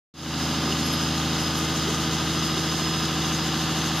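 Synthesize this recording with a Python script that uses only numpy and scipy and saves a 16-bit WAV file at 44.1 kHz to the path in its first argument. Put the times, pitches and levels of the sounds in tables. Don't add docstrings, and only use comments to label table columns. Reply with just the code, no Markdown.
import sys
import numpy as np
from scipy import signal
from scipy.fft import rfft, irfft
from scipy.io import wavfile
from scipy.ndimage import uniform_filter1d

SR = 44100
rng = np.random.default_rng(int(sys.argv[2]) if len(sys.argv) > 2 else 0)


def file_out(sig):
    cols = np.atleast_2d(sig).T
    lim = np.clip(cols, -1, 1)
    pcm = np.round(lim * 32767).astype(np.int16)
    wavfile.write(sys.argv[1], SR, pcm)


N = 176400


def undb(db):
    return 10 ** (np.asarray(db) / 20)


def level(x, db):
    return x * undb(db) / np.sqrt(np.mean(x ** 2))


def walk(rate):
    hold = int(SR / rate)
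    steps = rng.standard_normal(400)[np.arange(N) // hold % 400]
    return 1.3 * uniform_filter1d(uniform_filter1d(steps, hold), hold)


def colour(x, points):
    hz, db = np.array(points, float).T
    f = np.maximum(np.fft.rfftfreq(N, 1 / SR), 1)
    gain = undb(np.interp(np.log(f), np.log(hz), db))
    cepstrum = irfft(np.log(gain), N)
    cepstrum[1:N // 2] *= 2
    cepstrum[N // 2 + 1:] = 0
    return irfft(rfft(x) * np.exp(rfft(cepstrum)), N)


def ring(hz, width_hz):
    detuning = (np.fft.rfftfreq(N, 1 / SR) - hz) / (width_hz / 2)
    return level(irfft(rfft(rng.standard_normal(N)) / (1 + detuning ** 2), N), 0)


def swell(x, at, width):
    return np.exp(-2 * ((x - at) / width) ** 2)


def stereo(mid, side):
    return np.array([mid + side, mid - side])


def drone(turns, near, waver=.059):
    # shaft multiple (rounded in use), relative level in dB from afar, the same from close by.
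    harmonics = [(5, -29, -18), (6, -3.5, -7), (7, -20, -19.5), (9, -18, -17.5), (10, -4, -7),
                 (11, -19, -22), (12, 0.5, 1), (15, -18, -13.5), (16, -9, -12), (17, -7, -10),
                 (18, -3.5, -8.5), (19, -17, -18), (20, -4.5, -12), (21, -11, -33), (22, -21, -20.5),
                 (23, -10, -10.5), (24, -4.5, -3), (25, -14, -15), (27, -27, -14.5), (28, -16, -19.5),
                 (30, -18.5, -19.5), (31, -20, -24), (34, -16, -15.5), (35, -17.5, -25), (42, -14.5, -19),
                 (57, -27, -25.5), (58, -27, -21), (90.56, -16.5, -17), (94.8, -22, -19), (132, -22, -14.5)]
    out = 0
    for multiple, far_db, near_db in harmonics:
        gain = undb(far_db + (near_db - far_db) * near) * (1 + waver * (walk(2.94) + 1j * walk(2.2)))
        cycles = round(multiple) * turns + rng.random()
        out = out + np.real(gain * np.exp(2j * np.pi * cycles))
    return level(out, db=-27.5)


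def clatter(turns, sets=4, impacts=150, spread_db=3, mix_hz=.155):
    # frequency in Hz, relative spectral density in dB.
    spectrum = [(300, -36.5), (420, -1.5), (520, -9), (780, 1.5), (950, -3), (1250, -2.5), (1650, -3.5),
                (2000, -9), (2350, -9), (2850, -1), (3700, -5), (4500, -10), (5600, -14.5), (8000, -39)]
    samples = np.arange(N)
    whole_turns = np.arange(-1, turns[-1] + 1)[:, None]
    out = 0
    for k in range(sets):
        angle = rng.random(impacts)
        force = rng.choice([-1, 1], impacts) * undb(spread_db * rng.standard_normal(impacts))
        at = np.interp(whole_turns + angle, turns, samples, left=N, right=N).astype(int)
        hits = np.bincount(at.ravel(), np.tile(force, len(whole_turns)), N + 1)[:N]
        out = out + hits * np.cos(2 * np.pi * mix_hz * samples / SR + np.pi * k / sets)
    return level(colour(out, spectrum), db=-33.5)


def rattle(turns, ticks_per_s=5000, spread_db=2.5, strokes_per_turn=8, depth=.16):
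    # frequency in Hz, relative spectral density in dB.
    spectrum = [(20, -7), (45, -6.5), (80, -1), (150, 1.5), (240, 6.5), (330, 5), (410, -2.5), (540, -1.5),
                (780, -2.5), (1000, -0.5), (1280, 3.5), (1800, -5.5), (2050, -1), (2350, -11), (2850, 0.5),
                (3700, 1), (4500, -2.5), (5600, -7.5), (6900, -11), (8000, -23.5), (14000, -23)]
    ticks = (rng.random(N) < ticks_per_s / SR) * rng.choice([-1, 1], N)
    force = undb(spread_db * rng.standard_normal(N))
    phase = 2 * np.pi * strokes_per_turn * turns
    strokes = 1 + depth * (np.cos(phase) + np.cos(phase / 2 + 2 * np.pi * rng.random())) / 2
    return level(colour(ticks * force * strokes, spectrum), db=-31)


def panels(shake, near):
    # frequency in Hz, half-width in Hz, level in dB from afar, the same from close by.
    modes = [(766, 19, -65, -49), (1225, 28, -57, -49), (2890, 90, -58, -58), (3354, 37, -60, -51),
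             (3725, 94, -55, -49.5)]
    f, drive = np.fft.rfftfreq(N, 1 / SR), rfft(shake)
    out = 0
    for hz, half_width, far_db, near_db in modes:
        ringing = irfft(drive / (1 + 1j * (f - hz) / half_width) ** 2, N)
        out = out + level(ringing, 0) * undb(far_db + (near_db - far_db) * near)
    return out


def hiss(flicker_db=1.5):
    # frequency in Hz, relative spectral density in dB.
    mid_spectrum = [(2500, -40), (3900, -29), (4700, 3.5), (5600, 0), (6000, 0.5), (6350, 8.5), (6850, 4),
                    (7000, -5), (7500, -1), (7750, -6), (8700, -8.5), (10000, -7.5), (12000, -9.5),
                    (14000, -12.5)]
    side_spectrum = [(3900, -68), (4300, -8), (4700, -12), (5200, -1), (6300, 7.5), (6850, 7), (7000, -1),
                     (7500, -1), (7750, -4), (8700, -7.5), (10000, -5), (14000, -11)]
    mid = level(colour(rng.standard_normal(N), mid_spectrum), db=-39)
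    side = level(colour(rng.standard_normal(N), side_spectrum), db=-40)
    return stereo(mid, side) * undb(flicker_db * walk(40.3))


def whine(t, focus_hz=70, floor=.45, waver=.25, side_gain=.5, flutter_db=1.1):
    # frequency in Hz, level in dB before weighting.
    tones = [(4651, -58), (4812, -55), (4866, -49), (4920, -44), (4974, -42.5), (5027.5, -39.5),
             (5081, -51), (5135.5, -42)]
    # time in seconds, emphasised frequency in Hz, gain of the mid signal in dB.
    emphasis = [(.3, 4940, -3), (.6, 4940, 1.5), (.8, 5120, 0), (.98, 5020, 1), (1.12, 5020, -1),
                (1.22, 4920, -8), (1.42, 5060, 1), (1.6, 4980, -4.5), (1.8, 5000, 0.5), (1.92, 4980, -5.5),
                (2.12, 5050, 2), (2.25, 5130, -2), (2.36, 5010, 1), (2.6, 5070, 3.5), (2.74, 5080, 2.5),
                (2.98, 5050, 2), (3.15, 4850, 1), (3.45, 4990, -1.5), (3.68, 4860, -5.5), (4, 4930, -2)]
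    times, centres, gains_db = np.array(emphasis).T
    centre = np.interp(t, times, centres)
    mid_gain = undb(np.interp(t, times, gains_db))
    mid, side = (undb(-46) * ring(hz=5030, width_hz=200) for _ in range(2))
    for hz, db in tones:
        focus = floor + (1 - floor) * swell(centre, hz, focus_hz)
        tone = np.sqrt(2) * undb(db) * focus * np.exp(2j * np.pi * (hz * t + rng.random()))
        mid = mid + np.real(tone * (1 + waver * (walk(3.66) + 1j * walk(3.7))))
        side = side + np.real(tone * (walk(2.3) + 1j * walk(1.8))) / np.sqrt(2)
    return stereo(mid_gain * mid, side_gain * side) * undb(flutter_db * walk(30.03))


def chirps(t, length_s=.02, width_hz=200):
    # time of the peak in seconds, frequency in Hz, level in dB.
    bursts = [(.65, 6280, -43), (1.735, 6120, -47), (1.87, 6000, -43), (1.955, 6040, -39),
              (2.395, 6130, -36), (2.56, 6180, -43), (2.84, 6260, -49), (3.257, 6300, -37),
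              (3.345, 6480, -36), (3.517, 6500, -44), (3.555, 6200, -40), (3.6, 6170, -47),
              (3.815, 6200, -39), (3.862, 6380, -35)]
    return sum(undb(db) * swell(t, at, length_s) * ring(hz, width_hz) for at, hz, db in bursts)


def knocks(t):
    # time of the peak in seconds, frequency in Hz, width in Hz, length in seconds, level in dB.
    bumps = [(0.7, 374, 70, 0.029, -34), (0.727, 2880, 300, .014, -29), (1.881, 412, 60, 0.039, -33),
             (2.573, 364, 60, .04, -35)]
    return sum(undb(db) * swell(t, at, length) * ring(hz, width) for at, hz, width, length, db in bumps)


def squeaks(t, hz=11290, width_hz=280, side_gain=.55):
    # time of the peak in seconds, length in seconds, level of the mid signal in dB.
    spells = [(.86, 0.031, -41.5), (0.936, 0.027, -39.5), (1.0, .08, -53), (1.42, .035, -46.5),
              (1.49, .04, -53), (1.582, 0.019, -38.5), (2.36, .04, -53), (3.99, .04, -45)]
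    envelope = sum(undb(db) * swell(t, at, length) for at, length, db in spells)
    return envelope * stereo(ring(hz, width_hz), side_gain * ring(hz, width_hz))


def scene(shaft_hz=13.429, wander_turns=.0011, approach_mid_s=1.54, approach_scale_s=.74):
    # frequency in Hz, side relative to mid in dB.
    lean = [(60, -46), (170, -43.5), (350, -66), (750, -69), (1050, -26), (1250, -13), (1450, -31.5),
            (1750, -63), (4000, -74)]
    t = np.arange(N) / SR
    near = .5 + .5 * np.tanh((t - approach_mid_s) / approach_scale_s)
    turns = shaft_hz * t + wander_turns * walk(2)
    regular, loose = clatter(turns), rattle(turns)
    machine = drone(turns, near) + regular + loose + panels(regular + .73 * loose, near)
    return stereo(machine, colour(machine, lean)) + hiss() + whine(t) + squeaks(t) + chirps(t) + knocks(t)


def record(dry, start_s=.1384, cutoff_hz=14200):
    # time in seconds, gain in dB.
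    fade_points = [(.14, -23.5), (.19, -13.5), (.25, -8), (.32, -4), (.41, -1), (.9, -0.3), (2.2, -0.28),
                   (4, 0)]
    t = np.arange(N) / SR
    onset = np.clip((t - start_s) / .003, 0, 1)
    fade = undb(np.interp(t, *np.array(fade_points).T))
    low_pass = signal.ellip(12, .1, 90, cutoff_hz, fs=SR, output="sos")
    return signal.sosfilt(low_pass, dry * fade * onset)


dry = scene()
out = record(dry)
file_out(out)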